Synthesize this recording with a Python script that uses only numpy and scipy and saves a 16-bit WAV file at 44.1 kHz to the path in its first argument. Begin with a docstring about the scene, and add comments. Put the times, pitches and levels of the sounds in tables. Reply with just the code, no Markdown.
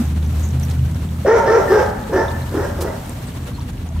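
"""Big cats wrestling in an outdoor pen

An animal gives six gruff barks, three strong and voiced, three weaker and hoarse: its vocal folds
vibrate, breath excites the resonances of throat and mouth, and hard walls reflect the sound.
Under the cats the grass rustles and snaps, fur scuffs the ground, and there are a few soft bumps.
Faint bird chips, a throbbing drone, a low rumble, deep gusts of wind and a far wash lie behind."""
import sys
import numpy as np
from scipy import signal
from scipy.fft import rfft, irfft, next_fast_len
from scipy.io import wavfile
from scipy.ndimage import uniform_filter1d, minimum_filter1d, map_coordinates

SR = 44100
rng = np.random.default_rng(int(sys.argv[2]) if len(sys.argv) > 2 else 0)


def generate_wav(signal):
    """Clip the signal to [-1, 1] and save it as 16-bit WAV at the path in sys.argv[1]."""
    frames = np.transpose(np.atleast_2d(signal))
    scaled = np.clip(frames, -1, 1) * 32767
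    pcm = np.round(scaled).astype(np.int16)
    wavfile.write(sys.argv[1], SR, pcm)


N = 176400
T = np.arange(N) / SR

# Harmonic series of the voice, from the fundamental up: level_db
HARMONICS = [0.5, -14, -17, -29, -32]
# Voiced part of each bark: start_s, length_s, attack_s, top_pitch_hz, jitter_ratio, level_db
BARKS = [(1.266, .13, 0.015, 466, 0.028, -7.5), (1.469, .145, 0.038, 464, 0.0336, -10.5),
         (1.699, 0.11, 0.018, 431.4, 0.034, -11), (2.115, 0.1, 0.029, 389.2, 0.061, -17),
         (2.52, 0.114, 0.037, 384.6, .1, -21.5), (2.785, 0.096, 0.02, 365, .17, -27)]
JITTER_HZ = 129  # bandwidth of the voice's irregularity

def barks():
    """Vocal fold vibration: harmonics follow a pitch arch and roughen as the jitter grows."""
    out = np.zeros(N)
    for start, length, attack, top_hz, jitter, db in BARKS:
        t = np.arange(0, length, 1 / SR)
        u = t / length
        arch_hz = top_hz * (1 - .2288 * (2 * u - 1) ** 2)
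        phase = phase_of(arch_hz * (1 + jitter * (.767 + 2 * u ** 2) * wander(len(t), JITTER_HZ)))
        folds = sum(amp(level) * np.cos(k * phase) for k, level in enumerate(HARMONICS, 1))
        shimmer = 1 + .21 * wander(len(t), JITTER_HZ)
        add(out, start, amp(db) * growl_envelope(t, attack, release_s=.033) * unit(folds * shimmer))
    return out

# Resonance curve of the throat: frequency_hz, gain_db
THROAT = [(120, -51), (260, -41), (350, 1), (560, 4), (720, -11), (900, -3), (1100, -9), (1400, -5.5),
          (1800, -6), (2150, -15), (2600, -23.5), (4700, -30), (5500, -18), (6300, -25), (7500, -36.5),
          (15000, -60)]
# Hoarse part of each bark:
# start_s, length_s, attack_s, release_s, level_db, tilt_db_per_octave, frequency_ratio
RASPS = [(1.256, 0.15, 0.015, 0.048, -18, -1.5, 1.03), (1.452, .165, 0.017, 0.043, -18, -2, 1),
         (1.68, .165, 0.034, 0.056, -18, -1.5, .97), (2.101, .16, 0.051, .06, -18, -3.5, 0.99),
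         (2.498, .18, 0.061, 0.027, -24.5, -4, .98), (2.755, .175, 0.048, 0.049, -26.5, -5.5, .97)]

def rasps(puff_hz=408.6):
    """Source and filter: the folds chop breath into puffs of noise, which the throat colours."""
    out = np.zeros(N)
    for start, length, attack, release, db, tilt, ratio in RASPS:
        t = np.arange(0, length, 1 / SR)
        airflow = 1 + np.cos(wavering_phase(SR, puff_hz, .12, JITTER_HZ))
        puffs = airflow * rng.standard_normal(SR)
        air = colour(puffs, lambda f: amp(read(THROAT, f) + tilt * np.log2(f.clip(300, 2000) / puff_hz)))
        opening = ratio * (1 + .1 * (t / length - .5))  # the spectrum climbs as the jaws open
        rasp = unit(map_coordinates(air, [np.cumsum(opening)], order=3))
        add(out, start, amp(db) * growl_envelope(t, attack, release) * rasp)
    return out

def growl_envelope(t, attack_s, release_s, flutter_hz=45.3):
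    """Amplitude modulation: uneven flutter of the throat rides on a linear attack, hold and release."""
    swell = np.minimum(t / attack_s, 1) * np.minimum((t[-1] - t) / release_s, 1)
    return swell * (1 + .25 * np.sin(wavering_phase(len(t), flutter_hz, .36, flutter_hz)))

# Catches of the throat around the barks: start_s, length_s, pitch_hz, level_db
HUFFS = [(1.249, 0.025, 558, -16.5), (1.425, 0.11, 562.3, -22.5), (1.595, 0.018, 538, -19),
         (1.802, 0.047, 501, -19.5), (2.094, 0.03, 455, -28.5)]

def huffs():
    """Transient oscillation: each catch of the throat sounds a brief, unsteady tone."""
    return blips(HUFFS)

# Ringing tones of the barks, from the mouth and echoing off the walls:
# start_s, length_s, from_hz, to_hz, level_db
BARK_RINGS = [(1.273, 0.11, 851, 918, -28), (1.279, 0.056, 1799, 1830, -25.5),
              (1.282, 0.26, 1340, 1344, -35), (1.344, 0.114, 920, 914.7, -22), (1.469, 0.12, 892, 914, -27),
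              (1.475, 0.041, 1786, 1788, -22), (1.474, 0.16, 1340, 1370, -29),
              (1.674, .06, 1810, 1756, -28.5), (1.72, 0.085, 1605, 1568, -26.5),
              (1.75, 0.14, 866.6, 831.3, -26), (2.126, .115, 1740, 1780, -28.5),
              (2.172, 0.077, 871, 910, -24), (2.333, 0.044, 1770, 1750, -35), (2.614, .1, 1630, 1616, -41),
              (2.858, 0.057, 1915, 2016, -41.5)]

def bark_rings(fuzz=.52, width_ratio=.04):
    """Narrow resonance: half-whistled tones with noisy sidebands swell, glide and fade."""
    out = np.zeros(N)
    for start, length, from_hz, to_hz, db in BARK_RINGS:
        u = np.arange(0, length, 1 / SR) / length
        phase = phase_of(from_hz + (to_hz - from_hz) * u)
        a, b = (fuzz * wander(len(u), width_ratio * from_hz) for _ in range(2))
        ring = (1 + a) * np.cos(phase) + b * np.sin(phase)
        add(out, start, amp(db) * unit(np.sqrt(np.sin(np.pi * u)) * ring))
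    return out

# Distinct wall echoes: delay_s, left_db, right_db
ECHOES = [(.034, -26, 2), (.083, -8, -5)]
# Reverberation time of the pen: frequency_hz, t60_s
REVERB_TIME = [(200, 0.61), (900, 1), (1800, 1), (5000, 0.49), (12000, 0.21)]
# Colour of the reflections: frequency_hz, gain_db
WALL_COLOUR = [(150, -37), (400, -11), (470, -18.5), (540, -6), (700, -2), (920, -3), (1200, -5),
               (1800, -6.5), (3000, -6.5), (6000, -4), (12000, 5)]

def wall_reflections(x, correlation=.31, rise_s=.0035, tail_db=1):
    """Reflection: hard walls return two echoes and a diffuse tail whose treble dies first."""
    t = np.arange(SR) / SR
    a, b = rng.standard_normal((2, SR))
    noise = np.sqrt(1 + correlation) * a + np.sqrt(1 - correlation) * np.array([b, -b])
    hz, age, bands = signal.stft(noise, SR, nperseg=256)
    bands = bands * amp(-60 * age / read(REVERB_TIME, hz)[:, None])
    response = signal.istft(bands, SR, nperseg=256)[1][:, :SR] * (1 - np.exp(-t / rise_s))
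    response *= amp(tail_db) / np.linalg.norm(response[0])
    for delay, left_db, right_db in ECHOES:
        add(response, delay, amp([[left_db], [right_db]]))
    wet = signal.fftconvolve(x[None], response, axes=1)[:, :N]
    return colour(wet, lambda f: amp(read(WALL_COLOUR, f)))

# Spectrum of rustling grass: frequency_hz, gain_db
GRASS_SPECTRUM = [(800, 14), (2500, 2.5), (4500, -0.5), (6300, -0.5), (8500, 0), (10000, -7), (13000, 0),
                  (15500, -8)]
# Strength of the rustle: time_s, level_db
RUSTLE_LEVEL = [(0, -31.5), (.15, -47.5), (.4, -35.5), (.56, -44.5), (.66, -38.5), (.8, -43), (1.55, -42),
                (1.7, -33), (1.95, -42), (2.64, -36.5), (2.76, -39.5), (3.08, -38), (3.5, -46.5), (4, -52)]

def grass_rustle(crackles_per_s=400, spread_db=3.5):
    """Friction noise: swishing blades make a hiss dotted with fine, random crackle."""
    sizes = amp(spread_db * np.minimum(rng.exponential(1, (2, N)), 4))
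    crackle = unit(sizes * (rng.random((2, N)) < crackles_per_s / SR) * rng.choice([-1, 1], (2, N)))
    blades = rng.standard_normal((2, N)) + .45 * crackle
    return stereo_noise(blades, GRASS_SPECTRUM) * amp(curve(RUSTLE_LEVEL)[0])

# Snaps and swishes of grass, and a few faint, distant bird chips:
# start_s, level_db, centre_hz, width_octaves, rise_s, decay_s
SNAPS_AND_CHIPS = [(.396, -34, 7200, .2, .0003, .002), (.425, -32, 6550, .12, .012, 0.027),
                   (.488, -33, 6950, 0.27, .0003, .002), (.598, -32.5, 7500, .5, .0003, .0025),
                   (.631, -32.5, 5900, .09, .0006, .009), (.631, -37, 14000, .3, .0005, .008),
                   (.651, -32, 9000, .9, .0003, .002), (.7, -30, 7000, 0.29, .0003, 0.0018),
                   (0.707, -32, 4480, 0.72, .003, 0.01), (.912, -35, 6980, 0.61, .001, .003),
                   (2.28, -29, 3650, .07, 0.0015, .006), (2.418, -37, 4050, .07, .001, 0.0076),
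                   (2.805, -22.5, 5400, 1.5, 0.01, 0.017), (2.82, -23, 10500, 1.1, 0.0035, 0.0059),
                   (3.094, -23, 8730, 0.27, .0008, 0.0018), (3.272, -39, 8300, 0.063, .001, 0.0093),
                   (3.54, -34.5, 4200, .05, 0.0083, 0.013)]

def snaps_and_chips():
    """Exponential decay: each grass snap, swish or bird chip is a fast-fading band of noise."""
    t, out = np.arange(4096) / SR, np.zeros((2, N))
    for start, db, hz, octaves, rise, decay in SNAPS_AND_CHIPS:
        mid, side = noise_band((2, len(t)), hz, octaves)
        envelope = (1 - np.exp(-t / rise)) * np.exp(-t / decay)
        add(out, start, amp(db) * envelope * np.array([mid + .5 * side, mid - .5 * side]))
    return out

# Fur and paws brushing the ground: time_s, level_db
SCUFF_LEVEL = [(0, -56), (3.3, -53.5), (3.65, -51), (4, -49)]

def tussle():
    """Superposition of tiny impacts: stalks break and fur scuffs the ground as the cats roll."""
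    stalks = amp(-55) * grains(hz_range=(2880, 9700), ring_s=.0004, per_s=110)
    scuffs = amp(curve(SCUFF_LEVEL)[0]) * grains(hz_range=(480, 1890), ring_s=.0016, per_s=98)
    return stalks + scuffs

# Soft bumps: start_s, length_s, pitch_hz, level_db
BUMPS = [(.0, 0.035, 233, -17), (3.487, 0.022, 507, -41), (3.582, 0.02, 1020, -38.5),
         (3.855, 0.033, 733, -43.5), (3.908, .035, 657, -44), (3.96, 0.019, 944, -44)]

def bumps():
    """Tone bursts: a few hundredths of a second of wavering pitch are heard as a bump."""
    return blips(BUMPS)

# Low drone: time_s, pitch_hz, fundamental_db, octave_db
DRONE = [(0, 75.15, -22.5, -49), (.1, 76.47, -19, -29.5), (.47, 78.88, -18.5, -33),
         (.85, 78.97, -19.5, -28.5), (1.03, 80.9, -23, -31), (1.26, 80.6, -28, -34.5),
         (1.36, 81.63, -45, -62), (1.85, 83.36, -30.5, -40), (2.08, 81.2, -71.5, -36),
         (2.3, 82.16, -30, -56), (2.85, 82.75, -25.5, -34), (2.98, 81.83, -43, -35.5),
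         (3.7, 80.16, -34, -49), (4, 82, -20.5, -36.5)]
# Hum beside the drone: time_s, level_db
HUM_LEVEL = [(0, -33.5), (.44, -37), (.56, -17), (.7, -26.5), (.83, -18.5), (.98, -32), (2.1, -46),
             (2.45, -29), (3, -38.5), (3.6, -28.5), (4, -43)]

def drone(hum_hz=128.4, waver_hz=8):
    """Slow random modulation: a low tone, its octave and a hum waver in pitch and throb together."""
    hz, low_db, octave_db = curve(DRONE)
    phase = wavering_phase(N, hz, .01, waver_hz)
    hum = amp(curve(HUM_LEVEL)[0]) * np.sin(wavering_phase(N, hum_hz, .01, waver_hz))
    tones = amp(low_db) * np.sin(phase) + amp(octave_db) * np.sin(2 * phase) + hum
    throb = 1 + .13 * wander(N, waver_hz)
    return np.sqrt(2) * tones * throb

# Spectrum of the rumble: frequency_hz, gain_db
RUMBLE_SPECTRUM = [(20, -36), (30, -26), (40, -11), (50, -8), (65, 3.5), (110, 3), (150, -3.5), (240, -3),
                   (300, -10.5), (400, -20), (600, -50), (1500, -94.5)]
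# Strength of the rumble: time_s, level_db
RUMBLE_LEVEL = [(0, -24.5), (1, -26.5), (1.9, -26.5), (2.7, -26.5), (3.05, -29.5), (3.6, -27), (4, -29.5)]

def rumble():
    """Low-frequency noise: a broad bass band drifts slowly in level."""
    return stereo_noise(rng.standard_normal((2, N)), RUMBLE_SPECTRUM) * amp(curve(RUMBLE_LEVEL)[0])

# Strength of the wind: time_s, level_db
GUST_LEVEL = [(0, -43), (.7, -44), (1.3, -39), (2.2, -39), (2.7, -37), (3.2, -44), (3.6, -38), (4, -33.5)]

def gusts():
    """Turbulence: pressure fluctuations in the wind make a deep buffeting."""
    return noise_band(N, hz=44, octaves=.3) * amp(curve(GUST_LEVEL)[0])

# Spectrum of the far wash: frequency_hz, gain_db
WASH_SPECTRUM = [(240, -16), (400, -0.5), (785, -1.5), (1150, -6), (2220, -10), (4100, -12.5), (5160, -21),
                 (5660, -15.5), (6490, -18.5), (9970, -20.5), (13100, -23), (15500, -26.5)]

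def far_wash():
    """Broadband ambient noise: a faint wash whose level flickers."""
    return stereo_noise(rng.standard_normal((2, N)), WASH_SPECTRUM) * amp(-42 + 2.65 * wander(N, hz=19))

# Likeness of left and right in rustle, rumble and wash: frequency_hz, correlation_ratio
COHERENCE = [(30, .99), (70, 1), (200, 1), (400, 0.89), (800, 0.097), (2000, 0.37), (5000, 0.064),
             (9000, 0.62), (12500, 0.56)]

def stereo_noise(noises, spectrum):
    """Partial coherence: two independent noises become a coloured pair, alike in the bass."""
    same = lambda f: np.clip(read(COHERENCE, f), -1, .993)
    mid = colour(noises[0], lambda f: amp(read(spectrum, f)) * np.sqrt(1 + same(f)))
    side = colour(noises[1], lambda f: amp(read(spectrum, f)) * np.sqrt(1 - same(f)))
    return unit(np.array([mid + side, mid - side]))

def blips(rows):
    """Windowed oscillation: short, unsteady tones swell quickly and fade."""
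    out = np.zeros(N)
    for start, length, hz, db in rows:
        u = np.arange(0, length, 1 / SR) / length
        tone = np.sin(wavering_phase(len(u), hz, .1, hz / 2))
        add(out, start, amp(db) * unit(np.sin(np.pi * u ** .48) * tone))
    return out

def grains(hz_range, ring_s, per_s, count=32, spread_db=7):
    """Shot noise: random impulses of uneven size excite a bank of damped resonances."""
    t, out = np.arange(2048) / SR, np.zeros((2, N))
    for hz in np.geomspace(*hz_range, count):
        hits = rng.random(N) < per_s / count / SR
        clicks = hits * amp(spread_db * np.minimum(rng.exponential(1, N), 3))
        grain = t / ring_s * np.exp(-t / ring_s) * np.sin(2 * np.pi * hz * t + rng.normal(0, 1, (2, 1)))
        out += signal.oaconvolve(clicks[None], grain, axes=1)[:, :N]
    return unit(out)

def noise_band(shape, hz, octaves):
    """Band-pass noise of rms 1, bell-shaped in log frequency."""
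    bell = lambda f: np.exp(-.5 * (np.log2((f + 1) / hz) / octaves) ** 2)
    return unit(colour(rng.standard_normal(shape), bell))

def wander(size, hz):
    """Low-pass noise: a smooth random drift of rms about 1."""
    return unit(colour(rng.standard_normal(max(size, SR)), lambda f: 1 / (1 + (f / hz) ** 4)))[:size]

def wavering_phase(size, hz, depth, rate_hz):
    """Random frequency modulation: the phase of a tone that strays around hz."""
    return phase_of(hz * (1 + depth * wander(size, rate_hz)))

def phase_of(hz):
    """Phase is the integral of frequency."""
    return 2 * np.pi * np.cumsum(hz) / SR

def colour(x, gain):
    """Linear filtering by a gain given as a function of frequency."""
    size = next_fast_len(x.shape[-1] + 4096)
    return irfft(rfft(x, size) * gain(np.fft.rfftfreq(size, 1 / SR)), size)[..., :x.shape[-1]]

def read(points, hz):
    """Interpolation on a log-frequency axis."""
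    f, value = np.transpose(points)
    return np.interp(np.log(hz + 1), np.log(f), value)

def curve(rows):
    """Interpolation of each column of a time table to every sample."""
    t, *columns = np.transpose(rows)
    return [np.interp(T, t, c) for c in columns]

def amp(db):
    """Decibels to amplitude ratio."""
    return 10 ** (np.asarray(db) / 20)

def unit(x):
    """Normalisation to rms 1."""
    return x / np.sqrt(np.mean(x ** 2) + 1e-20)

def add(mix, start_s, sound):
    """Superposition of a sound on the mix, from start_s on."""
    part = mix[..., max(round(start_s * SR), 0):][..., :sound.shape[-1]]
    part += sound[..., :part.shape[-1]]

def scene():
    """Superposition: direct sound, reflections of the calls, the background and the grass."""
    calls = barks() + rasps() + huffs()
    rings = bark_rings()
    direct = calls + rings + bumps() + drone()
    arrivals = np.array([np.r_[0, 0, direct[:-2]], direct])  # the left lags by two samples
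    reflected = wall_reflections(calls + amp(-6.5) * rings)
    background = rumble() + gusts() + far_wash()
    return arrivals + reflected + background + grass_rustle() + snaps_and_chips() + tussle()

def record(dry):
    """Peak limiting and band limiting: the gain dips at peaks, then a low-pass trims the top treble."""
    ceiling, window, edge_hz = .9, int(.022 * SR), 15700
    needed = np.minimum(1, ceiling / (abs(dry).max(0) + 1e-9))
    gain = uniform_filter1d(minimum_filter1d(needed, window), window)
    lowpass = signal.firwin(511, edge_hz, window=("kaiser", 9), fs=SR)
    return signal.oaconvolve(dry * gain, lowpass[None], "same")

dry = scene()
out = record(dry)
generate_wav(out)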